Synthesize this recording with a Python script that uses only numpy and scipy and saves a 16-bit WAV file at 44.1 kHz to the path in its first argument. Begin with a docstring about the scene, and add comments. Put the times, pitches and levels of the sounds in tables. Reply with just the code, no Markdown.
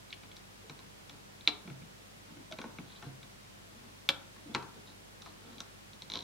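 """Rubber bands on a plastic loom

Close by, a metal crochet hook works rubber bands over pegs; its clicks ring the hollow frame.
Three bands snap loudly, the loom rocks on the table with soft thuds, and rubber twangs and rubs.
At the end a stretched band slips over a peg in a quick run of ticks. A small room hums and hisses."""
import sys
import numpy as np
from scipy import signal
from scipy.fft import rfft, irfft
from scipy.io import wavfile

SR = 44100
rng = np.random.default_rng(int(sys.argv[2]) if len(sys.argv) > 2 else 0)


def int16_out(signal):
    """Quantize to a 16-bit WAV file."""
    q = np.round(np.clip(np.atleast_2d(signal).T, -1, 1) * 32767)
    wavfile.write(sys.argv[1], SR, q.astype(np.int16))


N = 274743


def undb(db):
    """Decibels to gain."""
    return 10 ** (np.asarray(db) / 20)


def seconds(length_s):
    """Time axis."""
    return np.arange(int(length_s * SR)) / SR


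def fade(t, t60_s):
    """Free decay, 60 dB down at t60_s."""
    return np.exp(-np.log(1000) * t / t60_s)


def band(x, low_hz, high_hz):
    """Causal band-pass."""
    return signal.sosfilt(signal.butter(2, [low_hz, high_hz], "band", fs=SR, output="sos"), x)


def on_log_axis(hz, points):
    """Interpolate (freq_hz, value) points over log frequency."""
    point_hz, value = np.transpose(points)
    return np.interp(np.log(hz + 1), np.log(point_hz), value)


def add(track, start_s, sound):
    """Mix a sound into a track."""
    i = max(int(start_s * SR), 0)
    track[..., i:i + sound.shape[-1]] += sound[..., :max(N - i, 0)]


# Noise spectrum: freq_hz, relative_density_db
AIR_SPECTRUM = [(20, -7), (35, -5), (70, -1.5), (130, 4.5), (250, -1.5), (450, -4), (800, -7), (1600, -9.5),
                (3500, -11), (6000, -14.5), (10000, -19), (15000, -25)]
# Noise width: freq_hz, left_right_correlation
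AIR_CORRELATION = [(60, 0.35), (110, 0.26), (200, -0.11), (400, -0.45), (1200, -0.47), (2400, -0.35),
                   (4400, -0.16), (14000, -0.045)]
# Mains hum: freq_hz, rms_db
HUM_PARTIALS = [(49.5, -68.5), (99, -66), (199, -69)]

def air(mid_rms_db=-58, low_cut_hz=58):
    """Steady room noise and microphone hiss, narrow in the bass and wide in the mids, with mains hum."""
    f = np.arange(N // 2 + 1) * SR / N
    correlation = on_log_axis(f, AIR_CORRELATION)
    low_cut = 1 / np.sqrt(1 + (low_cut_hz / (f + 1)) ** 5)
    spectra = rfft(rng.standard_normal((2, N))) * undb(on_log_axis(f, AIR_SPECTRUM)) * low_cut
    mid = irfft(spectra[0], N)
    side = irfft(spectra[1] * np.sqrt((1 - correlation) / (1 + correlation)), N)
    t = np.arange(N) / SR
    hum = sum(np.sqrt(2) * undb(db) * np.sin(2 * np.pi * (hz * t + rng.random()))
              for hz, db in HUM_PARTIALS)
    return np.array([mid + side, mid - side]) * undb(mid_rms_db) / mid.std() + hum


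def room(x, low_t60_s=0.46, mid_t60_s=0.23, high_t60_s=0.3, early_t60_s=0.045, early_db=4, gap_s=0.002):
    """Dense stereo reflections: a quick early cluster, then a tail that darkens."""
    t = seconds(0.6)
    wide = rng.standard_normal((2, len(t)))
    narrow = wide + 0.86 * rng.standard_normal(len(t))  # partly shared by closely spaced microphones
    tail = (band(narrow, 68, 1310) * fade(t, low_t60_s)
            - band(narrow, 2300, 4000) * fade(t, mid_t60_s)
            + band(wide, 3700, 15300) * fade(t, high_t60_s))
    early = undb(early_db) * narrow * fade(t, early_t60_s)
    response = (tail + early) * np.clip(t / gap_s - 1, 0, 1)
    response /= np.sqrt(np.mean(np.sum(response ** 2, axis=1)))
    return signal.fftconvolve(x[None], response, axes=1)[:, :N]


# Near reflections: left_delay_s, right_delay_s, gain_db
NEAR_ECHOES = [(.0024, 0.0042, -18), (0.0128, 0.013, -13), (0.0173, 0.016, -20.5)]

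def with_echoes(direct):
    """Direct sound plus its echoes off hands, table and nearby things."""
    out = direct.copy()
    for *delays_s, gain_db in NEAR_ECHOES:
        for ear, delay_s in enumerate(delays_s):
            add(out[ear], delay_s, undb(gain_db) * direct[ear])
    return out


def swing(pitch_hz, t60_s, sharp, settle_s, octave_db, rise_s):
    """A dying vibration that starts slightly sharp while the tension lasts."""
    t = seconds(0.4)
    glide_hz = pitch_hz * (1 + sharp * np.exp(-t / settle_s))
    phase = 2 * np.pi * np.cumsum(glide_hz) / SR
    fundamental = np.sin(phase) * fade(t, t60_s)
    octave = undb(octave_db) * np.sin(2 * phase) * fade(t, t60_s / 2)
    return (fundamental + octave) * (1 - np.exp(-t / rise_s))


# Loom rocking: start_s, pitch_hz, level_db
LOOM_THUDS = [(.699, 145, -47), (1.479, 299, -34.5), (1.655, 193, -43), (1.676, 183, -42),
              (1.706, 133, -39), (1.819, 164, -46.5), (2.789, 188, -40), (3.065, 132, -37),
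              (4.458, 285, -43), (4.495, 210, -41), (4.549, 130.6, -39), (4.551, 274, -34)]

def thuds(ref_hz=135, ref_t60_s=0.18, damping_exponent=1.3):
    """The loom rocks on the table as a band pulls or lets go; higher thuds die sooner."""
    out = np.zeros(N)
    for start_s, pitch_hz, level_db in LOOM_THUDS:
        t60_s = ref_t60_s * (ref_hz / pitch_hz) ** damping_exponent
        thud = swing(pitch_hz, t60_s, sharp=0.066, settle_s=0.0033, octave_db=-11.5, rise_s=0.0018)
        add(out, start_s, undb(level_db) * thud)
    return out


# Plucked bands: start_s, pitch_hz, level_db
BAND_TWANGS = [(.641, 427, -50), (1.484, 408.5, -41), (2.513, 626, -40), (4.091, 550, -36)]

def twangs():
    """A released band swings briefly at its own pitch."""
    out = np.zeros(N)
    for start_s, pitch_hz, level_db in BAND_TWANGS:
        twang = swing(pitch_hz, t60_s=0.17, sharp=0.05, settle_s=0.0068, octave_db=-22, rise_s=0.0017)
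        add(out, start_s, undb(level_db) * twang)
    return out


FRAME, PLATE, PEG, TIP, TICK = PARTS = range(5)  # row order of the per-part tables
# Range per part: low_hz, high_hz
PART_BANDS = [(110, 430), (620, 1800), (1950, 2900), (2900, 4800), (4800, 16000)]
# Response per part: rise_s, clatter_db, clatter_t60_s, room_send_db, left_minus_right_db
PART_RESPONSES = [(0.0029, -2.5, 0.047, -2.5, -0.5), (0.0017, -4.5, 0.055, -4, 3),
                  (.0011, -5.5, 0.044, -13.5, 1.5), (0.0013, -17.5, 0.047, -13.5, 0),
                  (0.0004, -2.5, .013, -10.5, 0)]
# Loom and hook resonances: freq_hz, level_db, t60_s
LOOM_MODES = [(193, -3.5, 0.089), (245, -7, .04), (280, 8, 0.043), (385, -4, 0.035), (630, -9, .03),
              (933, 0, 0.028), (1047, -0.5, 0.025), (1201, -6.5, 0.039), (1354, -0.5, 0.035),
              (1472, 1.5, 0.031), (1741, -4, 0.036), (1990, -14, 0.013), (2293, 4.5, 0.022),
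              (2476, -7.5, 0.013), (2724, -6, 0.027), (3120, 0.5, 0.022), (3397, 3.5, 0.016),
              (3560, 1, 0.016), (3700, 1.5, 0.015), (3970, 8.5, 0.013), (4226, 0.5, 0.017),
              (4540, -0.5, 0.016), (4830, -23, 0.0091), (4798, -3, 0.012), (5160, -2, 0.013),
              (5690, 3, 0.013), (6270, -1, 0.014), (7220, -3, 0.015), (11750, -1, 0.01), (13940, 4, 0.0065)]

def ring(part, plate_hz=1000, tip_hz=3700, top_hz=6200, focus_width=0.081, off_focus_db=-13,
         spread_s=0.000906, push_s=0):
    """One struck part, peak 1: its modes over a quick clatter of many weaker ones."""
    t = seconds(0.2)
    low_hz, high_hz = PART_BANDS[part]
    rise_s, clatter_db, clatter_t60_s, *_ = PART_RESPONSES[part]
    modes = np.zeros(len(t))
    for hz, level_db, t60_s in LOOM_MODES:
        if low_hz <= hz < high_hz:
            # The contact point favours modes near plate_hz and tip_hz.
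            focus = sum(np.exp(-(np.log(hz / near) / focus_width) ** 2) for near in (plate_hz, tip_hz))
            gain = (undb(off_focus_db) + focus) * undb(level_db)
            detuned_hz = hz * (1 + 0.008 * rng.standard_normal())
            # Phases roughly align once the blow has spread through the part.
            phase = 2 * np.pi * detuned_hz * (t - spread_s) + 0.53 * rng.standard_normal()
            modes += gain * np.sin(phase) * fade(t, t60_s)
    clatter = band(rng.standard_normal(len(t)), low_hz, high_hz) * fade(t, clatter_t60_s)
    ringing = modes / abs(modes).max() + undb(clatter_db) * clatter / abs(clatter).max()
    attack = 1 - np.exp(-(t / (rise_s + push_s)) ** 2)
    contact_lowpass = signal.butter(3, top_hz, fs=SR, output="sos")
    blow = signal.sosfilt(contact_lowpass, ringing * attack)
    return blow / abs(blow).max()


# Rubber and fingers on the loom: start_s, end_s, level_db, softness_db
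RUB_STROKES = [(1.09, 1.148, -67.5, 4), (2.258, 2.446, -72.5, 11), (2.848, 3.007, -71, -7),
               (3.01, 3.078, -62.5, 3.5), (3.701, 3.933, -71.5, 4), (4.44, 4.56, -66.5, 6),
               (4.727, 4.8, -67.5, 5.5), (4.853, 4.946, -69.5, -5.5), (5.235, 5.307, -67, -3),
               (5.38, 5.63, -67, 3), (6.131, 6.176, -53, -3)]
# Mix of frame, plate, tip: share_db, db_per_softness_db
RUB_MIX = [(-0.2, 1.0), (-1, -0.22), (0.1, -1.2)]

def rubs(catches_per_s=420, scatter_db=3):
    """Friction: a swell of tiny uneven catches rings the loom; a soft touch favours the frame."""
    parts = np.zeros((len(PARTS), N))
    for start_s, end_s, level_db, softness_db in RUB_STROKES:
        samples = int((end_s - start_s) * SR)
        caught = rng.random(samples) < catches_per_s / SR
        catches = caught * undb(scatter_db * rng.standard_normal(samples))
        catches *= rng.choice([-1, 1], samples) * signal.windows.tukey(samples, 0.6)
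        for part, (share_db, by_softness) in zip((FRAME, PLATE, TIP), RUB_MIX):
            rub = signal.fftconvolve(catches, ring(part, focus_width=0.4))
            rub /= np.sqrt(np.sum(rub ** 2) / samples + 1e-18)
            add(parts[part], start_s, undb(level_db + share_db + softness_db * by_softness) * rub)
    return parts


def jerks(step_s, fall_db_per_s, steps, crest_s=6.1553, crest_db=-22):
    """Even jerks, weaker the further from the crest of the peg: rows of start_s, level_db."""
    return [(crest_s + k * step_s, crest_db - fall_db_per_s * abs(k * step_s)) for k in steps]


# Faint single ticks, some just before a loud snap: start_s, level_db
SINGLE_TICKS = [(1.452, -44), (4.542, -36), (5.9326, -39), (6.0204, -29.5)]
# Mix per part: share_db
TICK_MIX = [-18.5, -18, -17, -2, -11]

def ticks_and_slip(grip_t60_s=0.055, plate_hz=920, tip_hz=3750, wander=0.039):
    """Single ticks, then a stick-slip run: each jerk ticks the peg and the gripping rubber damps it."""
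    parts = np.zeros((len(PARTS), N))
    climb = jerks(step_s=-0.0185, fall_db_per_s=85, steps=range(1, 4))
    slide = jerks(step_s=0.017, fall_db_per_s=190, steps=range(5))
    for start_s, level_db in SINGLE_TICKS + climb + slide:
        shift = 1 + wander * rng.standard_normal()
        for part, share_db in enumerate(TICK_MIX):
            tick = ring(part, plate_hz * shift, tip_hz * shift, top_hz=5200, off_focus_db=-12)
            grip = fade(np.arange(len(tick)) / SR, grip_t60_s)
            add(parts[part], start_s, undb(level_db + share_db) * tick * grip)
    return parts


def strike(parts_db, tip_hz, mid_peg_plate_hz=1210, mid_peg_tip_hz=3850, **contact):
    """One blow on all parts; off mid-peg, the favoured plate resonance falls as the tip's rises."""
    plate_hz = mid_peg_plate_hz * (mid_peg_tip_hz / tip_hz) ** 2.5
    return np.array([undb(parts_db[part]) * ring(part, plate_hz, tip_hz, **contact) for part in PARTS])


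# Hook on pegs: start_s, level_db, softness_db, side_push_db, tip_hz
HOOK_TAPS = [(0.105, -56.5, -17, 4, 3930), (0.1272, -38.5, -9, 7.5, 3300), (0.234, -46.5, 2, 4, 3580),
             (0.315, -48.5, -3.5, 4, 3500), (0.3667, -48.5, -8.5, -6, 3900), (0.6966, -38, 0, -1.5, 3970),
             (0.791, -46.5, -2.5, 0, 4060), (1.0956, -44.5, -7, -3, 3660), (1.4087, -56.5, -17, 1, 3780),
             (1.6758, -45.0, 8, 6, 3600), (1.7, -44.5, 4.5, 4, 3620), (1.8193, -55.5, 11, 12, 3560),
             (2.292, -56.5, 12.5, -1, 3570), (2.37, -56.0, 14, 9, 3600), (2.513, -46.5, -2, -5, 3480),
             (2.523, -35.5, -2.5, -0.5, 3600), (2.587, -35, 2.5, 3, 4030), (2.615, -37, 1.5, -3, 3540),
             (2.6404, -43.5, 15.5, -10, 4220), (2.785, -39.5, 6, 7.5, 3620), (3.025, -42, 6, -6, 3680),
             (3.23, -45.5, -3, 2.5, 3680), (4.363, -50, 6, -5, 4000), (4.5528, -37.5, 10.5, -9, 3610),
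             (4.626, -43.0, 3, -3, 4160), (5.2203, -44.5, -5.5, -6, 3800), (5.26, -43.5, 3.5, -6, 3820),
             (5.5822, -48.5, -9, -1.5, 3660), (5.604, -35.5, -4.5, -9.5, 3700)]
# Mix per part: share_db, db_per_softness_db, db_per_side_push_db
TAP_MIX = [(-9, 1.0, 0.24), (-5, 0.63, -0.37), (-4.7, -0.25, 1.0), (-0.5, -0.87, 0), (-7.5, -0.63, -1.03)]

def taps(lead_s=0.0003):
    """Hard taps ring the hook's tip, rubber-cushioned ones frame and plate, sideways ones the peg."""
    parts = np.zeros((len(PARTS), N))
    share_db, by_softness, by_push = np.transpose(TAP_MIX)
    for start_s, level_db, softness_db, side_push_db, tip_hz in HOOK_TAPS:
        parts_db = level_db + share_db + softness_db * by_softness + side_push_db * by_push
        add(parts, start_s - lead_s, strike(parts_db, tip_hz, top_hz=6300))
    return parts


# Bands snapping onto pegs: start_s, level_db, recoil_db, tip_hz, top_hz
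BAND_SNAPS = [(1.4744, -30, 23, 3920, 6800), (4.0887, -24, 14, 3420, 13500),
              (4.5474, -23.5, 2.5, 4200, 6850)]
# Mix per part: share_db, db_per_recoil_db
SNAP_MIX = [(-15, 0), (-0.5, 0), (-5, 0.83), (0, 1.0), (-5, 0.28)]

def snaps(lead_s=0.00017):
    """A band snaps off the hook and rings the loom; the harder the hook recoils, the brighter the crack."""
    parts = np.zeros((len(PARTS), N))
    share_db, by_recoil = np.transpose(SNAP_MIX)
    for start_s, level_db, recoil_db, tip_hz, top_hz in BAND_SNAPS:
        parts_db = level_db + share_db + recoil_db * by_recoil
        crack = strike(parts_db, tip_hz, top_hz=top_hz, off_focus_db=-8.5, spread_s=0.0018,
                       push_s=0.00044)
        add(parts, start_s - lead_s, crack)
    return parts


def scene(room_lean_db=1.1, swing_send_db=-7.5):
    """The loom sits almost straight ahead; nearby surfaces and the room answer it."""
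    parts = taps() + snaps() + ticks_and_slip() + rubs()
    swings = thuds() + twangs()
    *_, send_db, pan_db = np.transpose(PART_RESPONSES)
    direct = undb(np.array([pan_db, -pan_db]) / 2) @ parts + swings
    reverb = room(undb(send_db) @ parts + undb(swing_send_db) * swings)
    reverb *= undb([[room_lean_db], [-room_lean_db]])
    return with_echoes(direct) + reverb + air()


def record(dry, cutoff_hz=15800):
    """The recorder's steep low-pass."""
    return signal.sosfilt(signal.ellip(10, 0.2, 70, cutoff_hz, fs=SR, output="sos"), dry)


dry = scene()
out = record(dry)
int16_out(out)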